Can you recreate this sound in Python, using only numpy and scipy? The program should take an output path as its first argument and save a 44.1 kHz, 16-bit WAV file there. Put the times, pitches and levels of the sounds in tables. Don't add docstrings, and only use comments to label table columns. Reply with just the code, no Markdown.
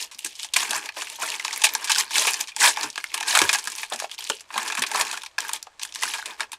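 import sys
import numpy as np
from scipy import signal
from scipy.io import wavfile
from scipy.ndimage import uniform_filter1d, minimum_filter1d

SR = 44100
rng = np.random.default_rng(int(sys.argv[2]) if len(sys.argv) > 2 else 0)


def field_ratio(decibels):
    return 10 ** (np.asarray(decibels, dtype=float) / 20)


def digitize_waveform(pressure):
    field = np.atleast_2d(pressure).T
    bounded = np.clip(field, -1, 1)
    quanta = np.round(bounded * 32767).astype(np.int16)
    wavfile.write(sys.argv[1], SR, quanta)


N = 290266

# frequency_hz, density_db (per Hz)
SHEET = [(1050, -21), (1450, -16.5), (2500, -0.5), (2950, 0), (7570, -3.5), (10000, -6.5), (16000, -25.5)]
# pitch_hz, width_hz, level_db
PARCEL = [(703, 69, -1), (871, 52, 10.5), (1042, 214, 6), (1667, 143, 8.5), (2460, 265, 4),
          (3950, 190, -10.5)]


def evened(x):
    return x / np.sqrt(np.mean(x ** 2) + 1e-20)


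def peaked(x):
    return x / np.sqrt(uniform_filter1d(x ** 2, size=88).max())


def curve(rows):
    s, *columns = np.transpose(rows)
    return [np.interp(np.arange(N) / SR, s, c) for c in columns]


def read(points, hz):
    f, value = np.transpose(points)
    return np.interp(np.log(hz + 1), np.log(f + 1), value)


def colour(x, points, size=1024):
    gain_db = read(points, abs(np.fft.fftfreq(size, 1 / SR)))
    log_gain = np.log(field_ratio(np.maximum(gain_db, -100)))
    response = np.exp(np.conj(signal.hilbert(log_gain)))
    taps = np.fft.ifft(response).real[:size // 2]
    taps = taps.reshape((1,) * (x.ndim - 1) + (-1,))
    return signal.oaconvolve(x, taps, axes=-1)[..., :x.shape[-1]]


def ring(x, hz, width):
    return signal.lfilter(*signal.iirpeak(hz, hz / width, SR), x)


def body(x, modes):
    out = 0
    for k, (hz, width, db) in enumerate(modes):
        out = out + (-1) ** k * field_ratio(db) * ring(x, hz, width)
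    return out


def clicks(luck, per_s, spread_db):
    size = field_ratio(-spread_db * np.log(luck[..., 1] + 1 / 100))
    sign = np.sign(luck[..., 2] - 0.5)
    return size * sign * (luck[..., 0] < per_s / SR)


def volley(chance, length, per_s):
    u = np.arange(len(chance)) / SR / np.clip(length, 0.004, 0.1)
    swell = 0.026 + 1 - np.exp(-u / 0.03)
    drive = clicks(chance, per_s, spread_db=3.5) * swell * field_ratio(-60 * u ** 1.38)
    main_s = np.clip(0.06 * length, 0.0012, 0.003)
    drive[round(main_s * SR)] += 5.5
    return drive


def stillness():
    # frequency_hz, density_db (per Hz)
    air_spectrum = [(30, 5), (100, 7.5), (165, -1), (900, 10.5), (3000, 1), (8000, -2.5), (12000, -17),
                    (16000, -28)]
    # time_s, level_db
    hum_course = [(0, -85), (3, -82), (5.8, -81)]
    tone = np.sin(2 * np.pi * 50 * np.arange(N) / SR)
    hum = tone + 1.17 * evened(ring(rng.standard_normal(N), 47.0, 12))
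    air = field_ratio(-61) * evened(colour(rng.standard_normal(N), air_spectrum, size=4096))
    return air + field_ratio(curve(hum_course)[0]) * evened(hum)


def room(x):
    # frequency_hz, t60_s
    decay = [(300, 0.19), (1000, 0.11), (3000, 0.085), (10000, 0.078)]
    taps = np.zeros(SR // 2)
    at = np.arange(300, len(taps) - 20, 20)
    taps[at + rng.integers(0, 20, len(at))] = rng.choice([-1.0, 1.0], len(at))
    hz, t, z = signal.stft(taps, SR, nperseg=256)
    fall = field_ratio(-60 * t / read(decay, hz)[:, None])
    tail = signal.istft(z * fall, SR, nperseg=256)[1]
    tail *= field_ratio(-14) / np.linalg.norm(tail)
    tail[0] += 1
    return signal.oaconvolve(x, tail / np.linalg.norm(tail))[:N]


def pops():
    # start_s, level_db,
    # pitch_hz, length_s
    fold_pops = [(0.248, -36.5, 362, 0.066), (0.71, -27, 710, 0.1), (0.967, -28, 674, 0.07),
                 (2.269, -26.5, 440, 0.049), (3.334, -24, 790, 0.078), (3.416, -14.5, 376, 0.022),
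                 (3.918, -19.5, 750, 0.12), (4.02, -22.5, 720, 0.042), (4.041, -17.5, 720, 0.026),
                 (4.298, -24.5, 453, 0.035), (4.556, -17, 840, 0.1), (4.816, -28, 394, 0.065),
                 (4.946, -11, 1030, 0.12), (2.835, -32.5, 285, 0.12), (2.977, -38, 385, 0.017),
                 (2.977, -38, 1040, 0.014), (0.15, -54, 305, 0.045), (0.69, -38, 270, 0.13),
                 (1.185, -28.5, 850, 0.11), (3.67, -47, 222, 0.054), (5.669, -30.5, 880, 0.0317)]
    # start_s, level_db, pitch_hz
    knocks = [
        (0.563, -53, 128),
        (0.758, -53, 139),
        (2.84, -50, 113),
        (3.414, -38.5, 106),
        (3.934, -46, 236),
        (4.56, -43, 220),
        (4.784, -37, 210),
        (4.998, -50, 107),
    ]
    rows = list(fold_pops) + [(s, db + 4.0, hz, 0.1) for s, db, hz in knocks]
    out = np.zeros(N + 6000)
    for (s, db, hz, length), chance in zip(rows, rng.random((len(rows), 6000, 3))):
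        drive = volley(chance, length, per_s=2800)
        flap = ring(ring(drive, hz, 0.28 * hz), hz, 1.2 * hz)
        out[round(s * SR):][:len(flap)] += field_ratio(db - 6.0) * peaked(flap)
    return out[:N]


def flicks():
    # start_s, level_db
    broad_flicks = [(0.1457, -24.5), (0.487, -28), (0.7478, -11.5), (0.921, -31), (1.2874, -15.5),
                    (1.51, -27), (1.9534, -8), (2.4726, -21), (2.76, -19), (2.9276, -27), (3.1015, -26),
                    (3.2266, -15), (3.9804, -29), (3.9902, -17), (4.1455, -25.5), (4.2484, -18),
                    (4.267, -22), (4.3958, -28.5), (4.5246, -31), (5.2176, -20.5), (5.2486, -25),
                    (5.8736, -29), (5.89, -28), (5.94, -21.5), (6.3334, -32)]
    thin_flicks = [(0.1852, -28), (0.2034, -29), (1.158, -22.5), (1.198, -25), (1.2127, -21), (1.736, -12),
                   (2.0254, -25), (2.4036, -15), (3.899, -22), (4.885, -25), (4.9796, -22), (5.4635, -36),
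                   (5.4812, -18.5)]
    lowest_hz = [2300, 5320]
    rows = [(*row, hz) for kind, hz in zip([broad_flicks, thin_flicks], lowest_hz) for row in kind]
    out = np.zeros(N + 900)
    for (s, db, low_hz), chance in zip(rows, rng.random((len(rows), 900, 3))):
        drive = volley(chance, 0.024, per_s=8300)
        pitches = low_hz * 2.53 ** chance[0]
        rings = sum(ring(ring(drive, hz, 0.17 * hz), hz, hz) for hz in pitches)
        sound = peaked(rings) + 0.67 * peaked(colour(drive, SHEET))
        out[round(s * SR):][:len(drive)] += field_ratio(db - 12.0) * peaked(sound)
    return out[:N]


def buckles():
    # start_s, level_db, pitch_hz
    hollow = [(0.2607, -33, 1680), (0.7479, -30, 1640.0), (1.2308, -24, 1330), (1.2764, -27, 2070),
              (1.3969, -23, 2020.0), (1.4049, -35, 1940.0), (1.5086, -25, 2170), (1.5744, -28, 2220),
              (1.8228, -33, 1660.0), (1.895, -18.5, 1580), (1.9587, -19.5, 1530.0), (2.1554, -15.5, 2320),
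              (2.6164, -15, 1960), (3.0016, -33, 2240.0), (3.0406, -20, 2170), (3.117, -34, 2300),
              (3.1427, -23, 1710), (3.3279, -22, 1690), (3.3721, -11, 1610), (3.3897, -11, 2230),
              (3.4506, -21, 1640.0), (3.7961, -34, 2000.0), (4.299, -18, 1445), (4.6617, -32.5, 1720.0),
              (4.9445, -25, 1710), (5.1401, -28, 1490.0), (5.4281, -33, 1690), (5.4488, -29, 1600),
              (5.5139, -32, 1480), (6.025, -20.5, 1950), (6.054, -26, 1510), (6.0768, -26.5, 1700.0),
              (6.1966, -31, 2020.0), (6.2251, -28, 1490), (6.3967, -28, 1460)]
    slack = [(0.3904, -34, 3320.0), (0.5384, -21.5, 3330), (0.5609, -13.5, 2320), (0.586, -25, 4410.0),
             (0.605, -21.5, 3440), (0.6516, -26.5, 2370.0), (1.01, -26, 2850), (1.07, -29, 2360),
             (1.251, -32, 2300), (1.3002, -34, 2840.0), (1.318, -27, 2690.0), (1.339, -25.5, 2370),
             (1.4673, -37, 3360.0), (1.5593, -29, 2480.0), (1.6404, -9.5, 2590), (1.6887, -25, 2430.0),
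             (2.1804, -17.5, 3880.0), (2.221, -21, 3470.0), (2.373, -33, 3060.0), (2.4381, -34, 3660.0),
             (2.518, -35.5, 2480), (2.6504, -11.5, 2270), (2.7967, -31, 2350), (2.9566, -30, 2710.0),
             (3.201, -28, 2620), (3.2316, -33, 4010.0), (3.309, -23, 2970.0), (3.3187, -31, 3940.0),
             (3.325, -23.0, 3830.0), (3.537, -26, 2350), (3.6393, -37, 3120.0), (3.922, -25.5, 3430),
             (4.113, -29, 3200), (4.1794, -31, 3360), (4.2057, -32, 3350), (4.5573, -32, 3830.0),
             (4.6802, -29, 2950.0), (4.706, -26, 2430.0), (4.7708, -22.5, 2540), (4.8249, -22, 3440),
             (4.9447, -25, 4410.0), (4.979, -29, 4220), (5.067, -28, 2550), (6.1358, -24.5, 3220),
             (6.216, -37, 3640.0), (6.306, -34, 3490.0), (6.5367, -35.5, 3680)]
    taut = [(0.2474, -21.5, 8050), (0.6024, -25, 8400.0), (0.6316, -21, 6870.0), (0.6944, -34, 7860.0),
            (0.7636, -22.5, 7410.0), (1.228, -25, 6290.0), (1.2647, -29, 8510.0), (1.318, -30, 6630.0),
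            (1.5607, -26, 7150), (1.5763, -25.5, 10400), (1.738, -37, 4570.0), (1.874, -31, 6910.0),
            (1.917, -14, 6460), (1.9606, -20, 4570.0), (1.983, -13, 5200), (2.0085, -19, 6760),
            (2.2684, -20, 9860.0), (2.3078, -23.5, 9710.0), (2.334, -19, 5600.0), (2.41, -17, 6550),
            (2.6275, -12, 7600.0), (2.6595, -14, 8600), (2.676, -21.5, 7950.0), (2.739, -30, 4650.0),
            (2.8101, -22, 4600), (3.3742, -13, 7200), (3.5563, -21, 6500.0), (3.6406, -30, 8290.0),
            (3.6522, -30, 8160.0), (3.7, -29, 8070.0), (3.816, -36, 12000), (3.752, -28, 5600),
            (3.76, -31, 9390.0), (4.1927, -35, 12400), (4.2407, -28, 6200), (4.292, -29, 7240.0),
            (4.6298, -27, 6700), (4.7932, -21, 6120.0), (5.0123, -20, 7200), (5.05, -28, 6940),
            (5.0803, -31, 6780.0), (5.3859, -18.5, 4930), (5.5328, -17.5, 7900), (5.627, -27, 5960),
            (5.8265, -29, 5000.0), (5.832, -33, 7690.0), (6.0548, -37, 7750.0)]
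    lengths = [0.014, 0.028, 0.011]
    widths = [0.095, 0.11, 0.18]
    rows = [(*row, *rule) for kind, *rule in zip([hollow, slack, taut], lengths, widths) for row in kind]
    out = np.zeros(N + 900)
    for (s, db, hz, length, width), chance in zip(rows, rng.random((len(rows), 900, 3))):
        drive = volley(chance, length, per_s=8300)
        sound = peaked(ring(drive, hz, width * hz)) + field_ratio(-13) * peaked(colour(drive, SHEET))
        out[round(s * SR):][:len(drive)] += field_ratio(db - 0.5) * peaked(sound)
    return out[:N]


def hands():
    # peak_s, rustle_db, parcel_db (re rustle), build_s, fade_s
    pulls = [(0, -31.5, -6.5, .05, 0.089), (.577, -29, -3, 0.047, 0.24), (.774, -31, 2, 0.24, 0.054),
             (1.005, -34.5, -4.5, 0.086, 0.1), (1.346, -34.5, -2.5, 0.19, 0.059),
             (1.463, -37, -4.5, 0.19, 0.97), (1.65, -22.5, -5.5, 0.022, 0.028),
             (1.999, -22, -2.5, 0.058, 0.037), (2.11, -31.5, -12, 0.005, 0.1),
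             (2.169, -22, -6.5, 0.073, 0.24), (2.413, -35, -4, 0.54, 0.067),
             (2.604, -19.5, -16, 0.011, 0.093), (2.646, -16.5, 0, 0.069, 0.093),
             (2.833, -34, 3.5, 0.16, 0.087), (3.29, -25, -19, 0.041, 0.35), (3.363, -30.5, 6.5, 0.18, 0.24),
             (3.542, -31, -3.5, 0.25, 0.11), (4.309, -37, -17, 0.12, 0.12), (4.584, -34.5, 3, 0.1, 0.31),
             (5.009, -28, 5, 0.15, 0.048), (5.557, -32.5, -4, 0.061, 0.034), (6.038, -31, -6, 0.071, 0.25)]
    # peak_s, rustle_db, parcel_db (re rustle), build_s, fade_s
    more_pulls = [(.259, -40.5, -21, 0.14, 0.18), (.441, -35, -23, 0.095, 0.045),
                  (.859, -38, 0.5, 0.12, 0.049), (1.225, -32, -1.5, 0.057, 0.21), (1.75, -40, 1, 0.27, 0.72),
                  (2.035, -36, 0, .05, 0.035), (2.99, -43, -10, 0.12, 0.22), (6.3, -42, 4.5, 0.12, 0.093),
                  (3.153, -41, 1, 0.069, 0.63), (3.69, -37, -6.5, 0.22, 0.3), (3.831, -36, -11, 0.31, 0.063),
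                  (3.933, -39, 5, 0.049, 0.059), (4.035, -37, -7, 0.13, 0.051),
                  (4.14, -38, -12, 0.062, 0.024), (4.186, -39.5, -8.5, 0.012, 0.25),
                  (5.07, -34.5, -0.5, 0.13, 0.22), (5.397, -38, -1, 0.016, 0.26),
                  (5.83, -45.5, -4.5, 0.059, 0.17), (5.958, -39, -6.5, 0.038, 0.38),
                  (.968, -32.5, -3.5, 0.012, 0.16), (1.13, -37, -8, .12, 0.074),
                  (4.885, -42, 5, 0.027, 0.046), (6.42, -38, 4, 0.053, 0.05),
                  (6.532, -42.5, -2.5, 0.018, 0.037)]
    t = np.arange(0, N + 64, 64) / SR
    s, db, parcel_db, build, fade = np.transpose(list(pulls) + list(more_pulls))[:, :, None]
    span = np.where(t < s, np.maximum(build, 0.005), np.maximum(fade, 0.005))
    away = abs(t - s) / span
    loss_db = 21 * away ** np.where(t < s, 1.5, 1.7)
    rustle_db = (db - loss_db).max(0)
    ring_db = (db + parcel_db - 1.53 * loss_db).max(0)
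    still_db = -65
    return curve(np.transpose([t, *np.maximum((rustle_db, ring_db), still_db)]))


def parcel(drive):
    spot = rng.integers(0, 4, N // 1024 + 1).repeat(1024)[:N]
    out = np.zeros(N)
    for k, luck in enumerate(rng.random((4, len(PARCEL)))):
        modes = [(hz * (1 + 0.16 * (p - 0.5)), width, db - 6 * p)
                 for (hz, width, db), p in zip(PARCEL, luck)]
        out += body(drive * (spot == k), modes)
    return evened(out)


def rustle():
    # pitch_hz, width_hz, level_db
    table_modes = [(216, 26, -3), (349, 196, -1), (446, 153, 0.5)]
    db, parcel_db = hands()
    per_s = np.minimum(5500 * field_ratio(0.7 * (db + 34.5)), 18000)
    lumpy_db = np.interp(db, [-30, -18], [1.9, 1.2])
    clumps = field_ratio(lumpy_db * evened(uniform_filter1d(rng.standard_normal(N), size=200)))
    drive = clicks(rng.random((N, 3)), per_s, spread_db=2.0) / np.sqrt(per_s) * clumps

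    patch = rng.integers(0, 8, N // 128 + 1).repeat(128)[:N]
    mood = field_ratio(3.5 * rng.standard_normal((N // 3000 + 1, 8)).repeat(3000, axis=0)[:N])
    rings = np.zeros(N)
    for k, hz in enumerate(np.geomspace(2800, 13000, 8)):
        rings += ring(drive * (patch == k) * mood[:, k], hz, 0.2 * hz)
    sheet = evened(colour(drive + 2.0 * rings, SHEET))
    dull = signal.lfilter(*signal.butter(2, 6000, fs=SR), sheet)
    bright = dull + field_ratio(np.minimum(0.26 * (db + 32.0), 1.5)) * (sheet - dull)

    table_db = np.minimum(parcel_db, -33.0) - 18.0
    table = field_ratio(table_db) * evened(body(body(drive, table_modes), table_modes))
    return field_ratio(db) * bright + field_ratio(parcel_db - 0.5) * parcel(drive) + table


def snaps():
    # start_s, level_db, parcel_db (re full contact), length_s
    loose_ticks = [(0.024, -14.5, -31, 0.031), (0.19, -17, -20, 0.02), (0.2447, -13.5, -15, 0.039),
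                   (0.258, -17, -13.5, 0.062), (0.4303, -14, -17.5, 0.018), (0.5358, -6.5, -17.5, 0.036),
                   (0.5635, -1, -9, 0.037), (0.7073, -6, -27, 0.022), (1.099, -18, -27, 0.017),
                   (1.3014, -10.5, -23, 0.0067), (1.6367, 4, -10, 0.064), (1.75, -3.5, -6, 0.018),
                   (1.8413, -12.5, -9, 0.059), (2.5629, -10, -7.5, 0.021), (2.901, -16.5, -32, 0.019),
                   (3.205, -19, -23, 0.0058), (3.959, -17, -28, 0.019), (3.9992, -12, -4.5, 0.019),
                   (4.113, -24.5, -14, 0.025), (4.4059, -24.5, -13, 0.03), (4.6766, -13, -25, 0.038),
                   (5.5336, -12, -8, 0.018), (5.6261, -50, -28, 0.015), (5.8312, -10, -21, 0.017),
                   (5.8495, -19, -2, 0.024), (5.9478, -17, -25, 0.017), (6.0335, -7, 0, 0.014),
                   (6.5178, -18.5, -11, 0.02), (6.5294, -20.5, 0.5, 0.023)]
    lying_snaps = [(0.1117, -28, -4, 0.097), (0.7314, -12, 2.5, 0.012), (0.8573, -18.5, -3, 0.026),
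                   (1.617, -9.5, -8, 0.034), (2.34, -7, -8, 0.027), (2.4054, -11.5, -6, 0.044),
                   (3.1407, -7.5, -5.5, 0.034), (3.1764, -14.5, -1.5, 0.022), (3.2275, -17, 3, 0.029),
                   (3.35, -2, 1, 0.048), (3.4153, 0, -3, 0.034), (3.5375, -4.5, -22, 0.025),
                   (3.5837, -13, -6.5, 0.048), (3.6716, -11, 0, 0.032), (3.8289, -19.5, 7.5, 0.05),
                   (4.2983, -6, -6.5, 0.022), (4.577, -9, 3, 0.0297), (4.7508, -13.5, 0, 0.016),
                   (4.819, -7.5, -1, 0.035), (4.8638, -15, -7, 0.046), (4.957, -8.5, -19, 0.026),
                   (5.0099, 0.5, -4, 0.017), (5.1123, -12.5, -8, 0.017), (5.1727, -16.5, 0, 0.027),
                   (5.2341, -20.5, -2.5, 0.017), (5.381, -17.5, 12.5, 0.026), (5.4036, -10.5, -26, 0.012),
                   (5.4913, -15, 0.5, 0.022)]
    crumples = [(0.627, -19.5, 7.5, 0.034), (1.2171, -20, 5, 0.17), (1.8947, -8, -1.5, 0.12),
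                (2.107, -20.5, 1.5, 0.018), (2.2682, -8, 2, 0.17), (2.6773, -5, -3.5, 0.079),
                (3.2854, -16, -3, 0.15), (3.3878, 2, -19, 0.027), (3.5281, -4.5, -5, 0.04),
                (3.7187, -17, -12, 0.023), (3.7799, -18, -7, 0.061), (3.934, -14, -12, 0.038),
                (4.207, -22, -21, 0.014), (4.773, -17.5, 4.5, 0.12), (4.914, -13.5, 1, 0.024),
                (5.126, -16.5, 0.5, 0.046), (6.0185, -17, -8.5, 0.14), (6.1351, -17, 1, 0.12),
                (6.2563, -14, -9, 0.036)]
    scuffs = [(0.3514, -21.5, -31, 0.055), (0.395, -14, -20, 0.033), (0.445, -14, -12.5, 0.028),
              (1.0196, -12.5, -4.5, 0.02), (1.527, -9.5, -11.5, 0.049), (1.872, -13.5, -7, 0.15),
              (1.9162, 0.5, -29, 0.058), (1.9474, -4, -27, 0.0048), (2.1817, 0, -28, 0.007),
              (2.4797, -18.5, -11, 0.077), (2.829, -6.5, -9, 0.051), (2.957, -14.5, -8, 0.016),
              (4.0946, -26, -6, 0.013), (4.1872, -15.5, -8.5, 0.024), (4.272, -15, -22, 0.015),
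              (4.7209, -11, -2, 0.034), (5.2608, -18, -5.5, 0.024), (5.7947, -18.5, -9.5, 0.026),
              (5.8135, -19, -10, 0.07), (5.923, -19.5, -18, 0.012)]
    thuds = [(0.8882, -19, 6, 0.027), (1.395, -17, -12, 0.03), (1.4467, -6.5, -5, 0.035),
             (1.4798, -9.5, -7, 0.011), (1.6658, -6, -5, 0.031), (1.6889, -12, -11, 0.035),
             (1.9007, -7.5, -0.5, 0.021), (1.959, -9, -14, 0.02), (2.249, -14, 5, 0.024),
             (2.771, -13, 4, 0.016), (2.977, -10, -1.5, 0.023), (3.04, -26.5, 3, 0.021),
             (3.208, -9, -4.5, 0.012), (3.3687, -10, 4, 0.0076), (3.491, 0, -3.5, 0.028),
             (3.546, -11, 4, 0.037), (4.019, -26, 4, 0.024), (4.0429, -23, 5, 0.027),
             (4.224, -21, -15, 0.012), (4.5034, -42, 22, 0.024), (4.5403, -18, -0.5, 0.027),
             (4.6996, -14.5, 4, 0.016), (4.8358, -11, 4.5, 0.036), (5.6678, -31, -8, 0.025),
             (5.9571, -11, -11, 0.017), (6.1816, -18.5, 1, 0.073), (6.4043, -8, 0, 0.029)]
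    crisp_levels = [0.5, -0.5, 0, -9.5, -9]
    kinds = [loose_ticks, lying_snaps, crumples, scuffs, thuds]
    rows = [(*row, crisp_db) for kind, crisp_db in zip(kinds, crisp_levels) for row in kind]
    luck, patch = rng.random((len(rows), 2600, 3)), rng.random((len(rows), 3 + len(PARCEL)))
    low, high = signal.butter(3, 7000, fs=SR), signal.butter(3, 7000, "high", fs=SR)
    shallow = signal.butter(3, 620, "high", fs=SR)
    crease_db, lying_db = -14.5, 2.5
    out = np.zeros(N + 2600)
    for (s, db, parcel_db, length, crisp_db), chance, place in zip(rows, luck, patch):
        drive = volley(chance, length, per_s=11000)
        rings = sum(ring(drive, hz, 0.56 * hz) for hz in 2800 * 3.67 ** place[:3])
        sheet = colour(drive + 1.8 * rings, SHEET)
        modes = [(hz, width, mode_db - 9 * p) for (hz, width, mode_db), p in zip(PARCEL, place[3:])]
        hollow = signal.lfilter(*shallow, body(drive, modes))
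        sound = peaked(signal.lfilter(*low, sheet))
        sound += field_ratio(crisp_db) * peaked(signal.lfilter(*high, sheet))
        sound += field_ratio(parcel_db + lying_db) * peaked(hollow)
        out[round(s * SR):][:len(drive)] += field_ratio(db + crease_db) * sound
    return out[:N]


def scene():
    paper = snaps() + rustle() + buckles() + flicks()
    thin = signal.lfilter(*signal.butter(3, 200, "high", fs=SR), paper)
    return (room(thin + pops()) + stillness())[None]


def band_limit(x):
    return signal.sosfilt(signal.butter(12, 16510, fs=SR, output="sos"), x)


def record(dry):
    edge = signal.firwin(255, 15700, window=("kaiser", 7), fs=SR)
    wide = signal.oaconvolve(dry, edge[None], "same")
    room_left = np.minimum(0.9 / (abs(wide) + 1e-9), 1)
    limited = wide * uniform_filter1d(minimum_filter1d(room_left, size=128), size=64)
    return band_limit(limited)


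dry = scene()
out = record(dry)
digitize_waveform(out)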